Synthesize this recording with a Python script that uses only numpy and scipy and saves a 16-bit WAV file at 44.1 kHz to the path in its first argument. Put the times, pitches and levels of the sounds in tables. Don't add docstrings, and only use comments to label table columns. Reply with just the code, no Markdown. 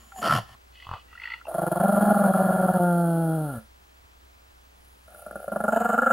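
import sys
import numpy as np
from scipy import signal
from scipy.fft import rfft, irfft
from scipy.io import wavfile
from scipy.ndimage import uniform_filter1d

SR = 44100
rng = np.random.default_rng(int(sys.argv[2]) if len(sys.argv) > 2 else 0)


def to_wav(sig):
    pcm = np.clip(np.atleast_2d(sig), -1, 1) * 32767
    pcm = np.round(pcm).astype(np.int16)
    wavfile.write(sys.argv[1], SR, pcm.T)


def voltage_ratio(decibels):
    exponent = np.asarray(decibels, float) / 20
    return 10 ** exponent


N = 269892
T = np.arange(N) / SR
SECOND_GROWL_S = 4.5


def evened(x):
    return x / np.sqrt(np.mean(x ** 2) + 1e-20)


def curve(rows, count=1, quiet=None):
    return np.interp(T, [r[0] for r in rows], [r[count] for r in rows], quiet, quiet)


def level(rows, count=1):
    return voltage_ratio(curve(rows, count=count, quiet=-120))


def read(points, hz):
    f, value = np.transpose(points)
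    return np.interp(np.log(hz + 1), np.log(f + 1), value)


def tone(hz, sway=0):
    return np.sqrt(2) * np.sin(2 * np.pi * np.cumsum(hz * np.ones(N)) / SR + sway)


def hiss(spectrum):
    gain = voltage_ratio(read(spectrum, np.fft.rfftfreq(N, 1 / SR)))
    return evened(irfft(rfft(rng.standard_normal(N)) * gain, N))


def wobble(samples):
    slow = uniform_filter1d(rng.standard_normal(N), samples)
    return evened(uniform_filter1d(slow, samples))


def resonate(x, hz, width):
    turn = np.exp(2j * np.pi * np.cumsum(hz * np.ones(len(x))) / SR)
    r = np.exp(-np.pi * width / SR)
    return 2 * (turn * signal.lfilter([(1 - r) ** 2], [1, -2 * r, r * r], x / turn)).real


def tract(x, modes, shift=1):
    return sum((-1) ** k * voltage_ratio(db) * resonate(x, hz * shift, w) for k, (hz, w, db) in enumerate(modes))


def blown(gain, modes, shift=1, pops=0):
    ring = tract(signal.unit_impulse(4096), modes, np.mean(shift))
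    air = gain * rng.standard_normal(N) + pops
    end = N - np.argmax(gain[::-1] > 1e-5) + 4096
    sound = tract(air[:end], modes, (shift * np.ones(N))[:end])
    return np.pad(sound, (0, N - len(sound))) / np.linalg.norm(ring)


def growl():
    # (time [s], pitch [Hz])
    pitch_1 = [(1.5, 168.4), (1.55, 175.2), (1.67, 167.4), (1.78, 175.5), (1.85, 195.7), (2.1, 206.6),
               (2.21, 200.5), (2.29, 191.1), (2.77, 183.5)]
    pitch_held = [(2.8, 177.6), (2.91, 174.5), (3.348, 160), (3.406, 154.8), (3.44, 152.2), (3.498, 140.4),
                  (3.524, 132.3), (3.572, 113), (3.6, 108.7)]
    pitch_2 = [(5.5, 194.6), (5.534, 185.2), (5.634, 209.9), (5.708, 208.2), (5.832, 239), (5.98, 242),
               (6.018, 257.7), (6.12, 268.9)]
    # (time [s], pitch [Hz])
    chest_pitch = [(5.2, 198.5), (5.6, 211.9), (5.85, 218.9), (6.12, 234.4)]
    # (time [s], roughness [0-1])
    roughness = [(1.45, .95), (1.56, .33), (1.85, .15), (2.3, .12), (2.75, .08), (2.83, .015), (3.42, .015),
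                 (3.6, .12), (5.0, .97), (5.48, .95), (5.62, .18), (5.75, .06), (6.12, .04)]
    # (time [s], upper throat breath [dB], upper overtones [dB], lower throat [Hz])
    lips = [(1.45, -14, 12, 690), (2.72, -14, -27, 668), (2.85, -20, 11, 655), (3.2, -23, 7, 668),
            (3.45, -15, 3, 625), (3.58, -6.5, 9, 592), (5.1, -5, -8, 673), (5.5, -12, -2, 618.5),
            (5.8, -11.5, 11, 719.4), (6.12, -3.5, 25, 734)]
    # (frequency [Hz], level [dB])
    overtones = [(150, 12), (250, 7), (705, 17.5), (873, 11), (1080, -18), (1430, 1.5), (1770, -31),
                 (2130, -31), (2700, -66), (3390, -43), (3670, -58.5), (4660, -72), (6000, -58),
                 (7800, -88), (13200, -120)]
    # (frequency [Hz], level [dB])
    second_dip = [(230, 26), (300, 10.5), (330, 10), (360, -1), (400, -12), (470, -3), (540, 8.5)]
    # (factor on its frequency [1], width [Hz], level [dB])
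    throat_low = [(0.938, 160, 8.5), (1.202, 167, -3)]
    # (frequency [Hz], width [Hz], level [dB])
    throat_high = [(1200, 200, -17), (1395, 105, 0), (1670, 130, -16)]

    voice, breath, chest, pops = palate()
    rough = curve(roughness)
    hz = curve(pitch_1 + pitch_held + pitch_2)
    hz = hz * (1 + 0.02954 * rough * wobble(90) + 0.0043 * wobble(600))
    turns = 2 * np.pi * np.cumsum(hz) / SR
    tones, drift = 0, wobble(500)
    for k in range(2, 12):
        upper = np.clip((k * hz - 1000) / 200, 0, 1)
        db = read(overtones, k * hz) + curve(lips, count=2) * upper
        if k == 2:
            db = db + read(second_dip, k * hz)
        db = db + 1.3 * np.roll(drift, 9000 * k)
        tones = tones + voltage_ratio(db) * np.cos(k * turns - .45 * k ** 1.7)
    puffs = breath * (1 + 0.52 * np.cos(turns))

    mouth = np.sqrt(1 - rough) * voice * tones / np.sqrt(uniform_filter1d(tones ** 2, 6000))
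    mouth += blown(np.sqrt(rough) * puffs, throat_low, curve(lips, count=3), pops)
    rasp = 0.29 * np.sqrt(rough * (1 - rough)) * puffs
    mouth += blown(rasp, [(1090, 430, 0)])
    mouth += voltage_ratio(curve(lips)) * blown(puffs, throat_high, pops=2.4 * pops)
    windpipe = 0.33 * np.sqrt(rough) * uniform_filter1d(chest, 900)
    mouth += blown(windpipe, [(300, 190, 0)])

    chest_hz = np.where(T < SECOND_GROWL_S, hz, curve(chest_pitch) * (1 + 0.042 * wobble(300)))
    chest_tone = np.sqrt(2) * chest * np.cos(2 * np.pi * np.cumsum(chest_hz) / SR)
    return mouth + chest_tone + nose(breath)


def palate():
    # (time [s], mouth level [dB], chest level [dB])
    held = [(2.785, -28.5, -49), (2.805, -23, -22.5), (2.9, -26.5, -22), (2.96, -27, -22.5),
            (3.341, -29.5, -25.5), (3.441, -33, -28), (3.56, -35.5, -40.5), (3.585, -40.5, -36),
            (3.605, -52.5, -80), (3.66, -65, -77)]
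    bounce_s, bounce_db = .018, -9
    voice, breath, chest, pops = level(held), level(held), level(held, count=2), np.zeros(N)
    for s, open_s, mouth_db, chest_db, leak_db in flaps():
        part = slice(round(s * SR), min(round((s + .07) * SR), N))
        t = T[part] - s
        shut = 1 / (1 + np.exp((t - open_s) / .0022))
        fade = np.clip((.055 - t) / 0.0022, 0, 1)

        burst_s = 0.00585 * voltage_ratio(.5 * (leak_db + 15.5))
        voiced = voltage_ratio(mouth_db) * (1 - np.exp(-t / burst_s)) * shut
        voice[part] = np.maximum(voice[part], voiced)

        snap = 1.03 + 0.83 * np.exp(-t / 0.011)
        blowing = voltage_ratio(mouth_db) * np.maximum(snap * shut, 2.57 * voltage_ratio(leak_db) * fade)
        breath[part] = np.maximum(breath[part], blowing)

        swell = np.sin(np.pi / 2 * np.clip(t / (0.95 * open_s), 0, 1)) ** 0.83
        shut_share = 0.19 if s > SECOND_GROWL_S else 0.029
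        chesty = voltage_ratio(chest_db) * (swell * shut + shut_share * fade)
        chest[part] = np.maximum(chest[part], chesty)

        pop_db = 4 if s <= SECOND_GROWL_S else 9 if s <= 5.62 else 1
        pop = voltage_ratio(mouth_db - 1.2 * leak_db + pop_db)
        pops[part.start] = pop
        if 5.25 < s < 5.5:
            for k in (1, 2):
                pops[part.start + round(k * bounce_s * SR)] += pop * voltage_ratio(k * bounce_db)
    pops = uniform_filter1d(pops, size=12, origin=-5)
    return uniform_filter1d(voice, 70), breath, uniform_filter1d(chest, 120), pops


def flaps():
    # (time [s], peak level [dB], open share of the gap to the next [0-1])
    flaps_1 = [(1.469, -30, 0.65), (1.482, -31, 0.65), (1.512, -28.5, 0.65), (1.542, -20.5, 0.47),
               (1.582, -19, 0.57), (1.617, -18.5, 0.55), (1.665, -17, 0.42), (1.715, -14.5, 0.42),
               (1.757, -17.5, 0.6), (1.799, -12.5, 0.61), (1.834, -12, 0.64), (1.879, -12.5, 0.62),
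               (1.922, -13.5, 0.74), (1.962, -13, 0.63), (2.008, -11.5, 0.7), (2.052, -13.5, 0.9),
               (2.098, -11.5, 0.62), (2.144, -13.5, 0.75), (2.188, -13.5, 0.77), (2.234, -12.5, 0.84),
               (2.277, -14.5, 0.68), (2.335, -13.5, 0.76), (2.378, -14, 0.84), (2.433, -14.5, 0.77),
               (2.48, -14, 0.74), (2.525, -14.5, 0.79), (2.575, -16, 1), (2.622, -14, 0.78),
               (2.675, -14.5, 0.67), (2.734, -13.5, 0.85)]
    flaps_slack = [(5.079, -42.5, 0.1), (5.104, -42.5, 0.21), (5.13, -42, 0.19), (5.146, -36, 0.1),
                   (5.194, -39.5, 0.087), (5.219, -38.5, 0.2), (5.263, -30, 0.27), (5.31, -28.5, 0.14),
                   (5.356, -27.5, 0.24), (5.4, -31, 0.24), (5.428, -34, 0.14), (5.442, -32.5, 0.17),
                   (5.479, -26, 0.26)]
    flaps_2 = [(5.518, -19.5, 0.45), (5.56, -17, 0.33), (5.603, -15.5, 0.36), (5.638, -11.5, 0.42),
               (5.68, -8.5, 0.33), (5.722, -7, 0.45), (5.761, -5.5, 0.46), (5.802, -8.5, 0.56),
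               (5.846, -8, 0.47), (5.889, -7.5, 0.49), (5.93, -8.5, 0.5), (5.978, -7.5, 0.44),
               (6.018, -8.5, 0.46), (6.061, -8.5, 0.53), (6.101, -9, 0.46)]
    # (time [s], chest over mouth [dB])
    effort_1 = [(1.468, -25.5), (1.51, -40), (1.546, -2.5), (1.62, -1), (1.76, -2), (1.8, 0), (2.05, 4),
                (2.3, 1.5), (2.75, 2.5)]
    effort_2 = [(5.078, -5), (5.22, -20), (5.265, -7), (5.361, -1), (5.431, -23), (5.479, -4.5),
                (5.52, -1.7), (5.758, -9), (6.11, -7.5)]
    rows = []
    for table, effort, peak_over_effort_db in ((flaps_1, effort_1, 8), (flaps_slack + flaps_2, effort_2, 12)):
        s, peak_db, share = np.transpose(table)
        gap = np.diff(s, append=s[-1] + .05)
        leak_chance, chest_chance = rng.standard_normal((len(s), 2)).T
        mouth = peak_db - peak_over_effort_db
        chest = mouth + np.interp(s, *np.transpose(effort)) + .6 * chest_chance
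        share = np.clip(share, .1, 1 - .006 / gap)
        weak = np.clip((-40 - mouth) / 10, 0, 1)
        leak = -24 + 22 * share + 9 * weak + 1.2 * leak_chance
        rows += zip(s, share * gap, mouth, chest, leak)
    return rows


def nose(breath):
    # (time [s], level [dB])
    airflow = [
        [(1.44, -90.5), (1.49, -50.5), (1.6, -46), (2.02, -41), (3.44, -49.5), (3.53, -49.5), (3.6, -56.5),
         (3.66, -72)],
        [(4.76, -75.5), (4.844, -68), (5.034, -72), (5.2, -53.5), (5.286, -59.5), (5.692, -48.5),
         (6.078, -52.5), (6.12, -46)],
    ]
    # (frequency [Hz], level [dB per Hz])
    nostrils = [(8100, -39), (8600, -16.5), (9100, -1), (9700, -4.5), (10600, -2), (11400, -7), (12200, -6),
                (13200, -9.5), (14000, -11), (14450, -28), (14900, -16), (15400, -12.5), (15900, -24.5)]
    nostrils_open = [(3710, -40), (6300, -48), (6470, -16), (6940, -0.5), (7970, -7.5), (8500, -5),
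                     (9290, -9), (11000, -9), (11900, -3.5), (13100, -12), (14500, -11), (15200, -7.5),
                     (15800, -16)]
    # (time [s], frequency [Hz])
    nostril_low = [(2.3, 7360), (3.0, 7500), (3.25, 7820), (4.8, 7500)]
    # (frequency [Hz], level [dB per Hz])
    teeth_1 = [(1800, -19.5), (2050, -12), (2400, -28), (2900, -5), (3180, -11), (3300, 2.5), (3450, -16),
               (4400, -6), (5000, -18), (5600, -33)]
    teeth_2 = [(1800, -14), (2100, -16), (2500, -4), (3000, 4), (3400, -20), (3800, -13), (5000, -15),
               (5600, -59)]

    flow = uniform_filter1d(breath, 130) / (uniform_filter1d(breath, 4000) + 1e-5)
    flow = (flow + (breath < 1e-4)) ** .78
    flow = flow / np.sqrt(uniform_filter1d(flow ** 2, 6000)) * voltage_ratio(2.0 * wobble(40))
    drawn = np.clip((T - 5.6) / 0.14, 0, 1) ** 2
    closed = hiss(nostrils) + blown(voltage_ratio(-19) * np.ones(N), [(1, 1100, 0)], curve(nostril_low))
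    teeth_2_db = np.interp(drawn, [0, 1], [-18.5, -6.5])
    teeth = np.where(T < SECOND_GROWL_S, voltage_ratio(-16.5) * hiss(teeth_1), voltage_ratio(teeth_2_db) * hiss(teeth_2))
    air = np.sqrt(1 - drawn) * closed + 1.205 * np.sqrt(drawn) * hiss(nostrils_open) + teeth
    between = (T >= 3.68) & (T <= 4.76)
    return level(sum(airflow, [])) * ~between * flow * air


def sneeze_and_snorts():
    ringing, jolts = rattling()
    flutter = (.6 + .9 * jolts) * voltage_ratio(1.5 * wobble(60))
    return whimper() + ringing + sneeze(flutter) + snorts(flutter)


def rattling():
    # (time [s], peak level [dB], ringing [Hz])
    sneeze_high = [(0.2264, -20, 1340), (0.2424, -23, 1340), (0.2568, -20, 1340), (0.2688, -19, 1340),
                   (0.2824, -18, 1340), (0.2952, -15, 1340), (0.3074, -12, 1340), (0.3222, -11, 1340),
                   (0.3344, -18, 1340), (0.3494, -17, 1340), (0.3604, -20, 1340), (0.3724, -25, 1340)]
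    sneeze_low = [(0.218, -26, 670), (0.238, -23, 703), (0.251, -23, 673), (0.262, -20, 697),
                  (0.275, -20, 676), (0.384, -23, 705)]
    snort_1 = [(0.753, -53, 3020), (0.799, -43.5, 1940), (0.823, -42, 2010), (0.844, -52, 3020),
               (0.868, -35, 1110), (0.891, -28.5, 1110), (0.913, -23, 1070), (0.937, -25.5, 1130)]
    snort_2 = [(1.1278, -42, 1270), (1.1518, -40, 1410), (1.1752, -38, 1920), (1.1977, -35, 2040),
               (1.2171, -33, 2030), (1.2344, -29, 2030), (1.254, -27, 1920), (1.273, -30, 1920),
               (1.3009, -31, 2040), (1.3179, -28, 2020), (1.3349, -26, 2050)]
    # (time [s], peak level [dB], ringing [Hz])
    clicks = [
        (0.119, -37, 1390),
        (0.16, -34.5, 790),
        (0.49, -51, 1030),
        (1.234, -34, 2590),
        (1.412, -39, 1380),
        (1.454, -38.5, 865),
        (1.451, -42.5, 2740),
        (1.466, -43, 2690),
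    ]
    out, jolts = np.zeros(N), np.zeros(N)
    t, push_t = T[:900], T[:3000]
    push = -np.exp(-push_t / 0.008) * np.sin(2 * np.pi * 99 * push_t)
    for s, db, hz in sneeze_high + sneeze_low + snort_1 + snort_2 + clicks:
        grit = rng.standard_normal(900)
        start = round(s * SR)
        part = slice(start, start + 900)
        throat_open = .86 < s < .95
        ring_s = 0.0013 if throat_open else .0036 if hz > 900 else 0.0029
        shape = (1 - np.exp(-t / (.4 * ring_s))) ** 2 * np.exp(-t / ring_s)
        shape = shape / shape.max()
        ring = np.sin(2 * np.pi * hz * t) + .22 * evened(resonate(grit, hz, 780))
        out[part] += voltage_ratio(db - 1) * shape * ring
        if throat_open:
            out[start:start + 3000] += voltage_ratio(db - 4.5) * push
        if .2 < s < 1:
            out[part] += voltage_ratio(db - 12) * np.exp(-t / 0.001) * uniform_filter1d(grit, size=9)
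        jolts[part] += shape
    return out, jolts


def sneeze(flutter):
    # (time [s], level [dB])
    effort = [(0.0, -45.5), (0.15, -58), (0.188, -31), (0.206, -44), (0.224, -27), (0.326, -18),
              (0.385, -22.5), (0.45, -44), (0.55, -41.5)]
    # (frequency [Hz], width [Hz], level [dB])
    nose_modes = [(698, 320, -2.5), (1080, 180, 0.5), (1335, 185, -0.5)]
    # (frequency [Hz], level [dB per Hz])
    rush = [(1060, -46), (1800, 6), (1950, -6), (2430, -11.5), (3050, 2.5), (3790, -17), (4430, -7),
            (5920, -11.5), (6140, -22.5), (6850, -13), (7710, -20.5), (10700, -13.5), (15800, -27)]
    # (time [s], pitch [Hz])
    grunt = [(.17, 223), (.25, 193), (.32, 139), (.4, 105.3), (.5, 100)]
    # (time [s], level [dB])
    sniff = [(0, -63), (.14, -62), (.17, -50), (.22, -45.5), (.24, -88)]
    force = level(effort)
    out = blown(.3 * flutter * force, nose_modes)
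    out += blown(force ** 1.324 * voltage_ratio(-2), [(1, 45, -6.5), (1.9, 120.5, -19)], curve(grunt))
    out += blown(level(sniff), [(7000, 470, 1.5), (10800, 4400, -10)])
    return out + (T < effort[-1][0]) * force ** .85 * voltage_ratio(-18) * flutter * hiss(rush)


def snorts(flutter):
    # (time [s], level [dB])
    breath_1 = [(0.72, -59), (0.762, -49), (0.822, -46), (0.898, -48.5), (0.942, -41.5), (0.98, -46),
                (1.02, -53)]
    breath_2 = [(1.08, -51.5), (1.17, -49.5), (1.26, -37), (1.346, -36.5), (1.38, -44.5), (1.41, -48)]
    # (time [s], level [dB])
    thump = [(.82, -52), (.865, -42.5), (.9, -34), (.942, -22.5), (.99, -38)]
    # (frequency [Hz], width [Hz], level [dB])
    nose_1 = [(2000, 170, -2.5), (2600, 180, -0.5), (2940, 180, -0.5), (3300, 290, -6), (4360, 1000, -14)]
    nose_2 = [(910, 120, -15.5), (1380, 190, -9.5), (1940, 99, -3.5), (2740, 380, -9), (3430, 180, -19),
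              (4360, 460, -21.5)]
    throat_1 = [(720, 420, -8), (1170, 380, -1)]
    out = blown(0.6 * flutter * level(breath_1), nose_1)
    out += blown(.3 * flutter * level(thump), throat_1)
    return out + blown(.6 * flutter * level(breath_2), nose_2)


def whimper():
    # (time [s], level [dB], pitch [Hz])
    glide = [(.12, -61, 807), (.135, -50.5, 780), (.17, -46.5, 768), (.2, -37, 720), (.215, -51, 720)]
    return level(glide) * tone(curve(glide, count=2))


def room(x):
    taps = np.zeros((2, 9000))
    slots = np.arange(150, 8960, 22)
    at = slots + rng.integers(0, 22, (2, len(slots)))
    np.put_along_axis(taps, at, rng.choice([-1., 1.], at.shape), 1)
    taps *= voltage_ratio(-60 * T[:9000] / .3)
    band = signal.butter(1, [260, 10000], "band", fs=SR, output="sos")
    thin = signal.sosfilt(band, x)
    return signal.fftconvolve(thin[None], taps / np.linalg.norm(taps[0]), axes=1)[:, :N]


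def floor():
    # (frequency [Hz], level [dB per Hz])
    hiss_shape = [(12, -64), (20, -34), (32, -20), (44, 0), (65, -9.5), (76, -8), (88, -16.5), (145, -24),
                  (365, -20.5), (555, -19.5), (714, -19.5), (1440, -20.5), (1610, -21.5), (13400, -43),
                  (15900, -48)]
    # (frequency [Hz], likeness [0-1])
    likeness = [(60, 0.76), (200, 0.68), (900, 0.63), (4000, 0.87), (15000, 0.32)]
    # (frequency [Hz], phase [rad])
    lead = [(60, 1.5), (520, -3), (860, -2.5), (4820, -5), (9300, -5.5), (15600, 35.5)]
    hz = np.fft.rfftfreq(N, 1 / SR)
    left, other = rfft(rng.standard_normal((2, N)))
    same = np.clip(read(likeness, hz), 0, 1)
    right = same * left * np.exp(1j * read(lead, hz)) + np.sqrt(1 - same ** 2) * other
    air = irfft(np.array([left, right]) * voltage_ratio(read(hiss_shape, hz)) * (hz > 75), N)
    low = voltage_ratio(-66.0) * hiss([(15, -17.0), (30, -11.5), (50, -21.5), (75, -12.5), (90, -39.0)])
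    hum = voltage_ratio(-58.5 + 1.3 * wobble(3000)) * tone(61, 0.39 * wobble(3000))
    tube = voltage_ratio(-73 + 1.5 * wobble(2000)) * tone(15735)
    return voltage_ratio(-57) * evened(air) + low + hum + tube


def scene():
    dog = growl() + sneeze_and_snorts()
    direct = dog * voltage_ratio([[.1], [-.1]])
    return direct + voltage_ratio(-15) * room(dog) + floor()


def band_limit(x):
    return signal.sosfilt(signal.butter(12, 16010, fs=SR, output="sos"), x)


def record(dry):
    edge = signal.firwin(511, 15950, window=("kaiser", 9), fs=SR)
    mix = signal.oaconvolve(dry, edge[None], "same")
    return band_limit(mix)


dry = scene()
out = record(dry)
to_wav(out)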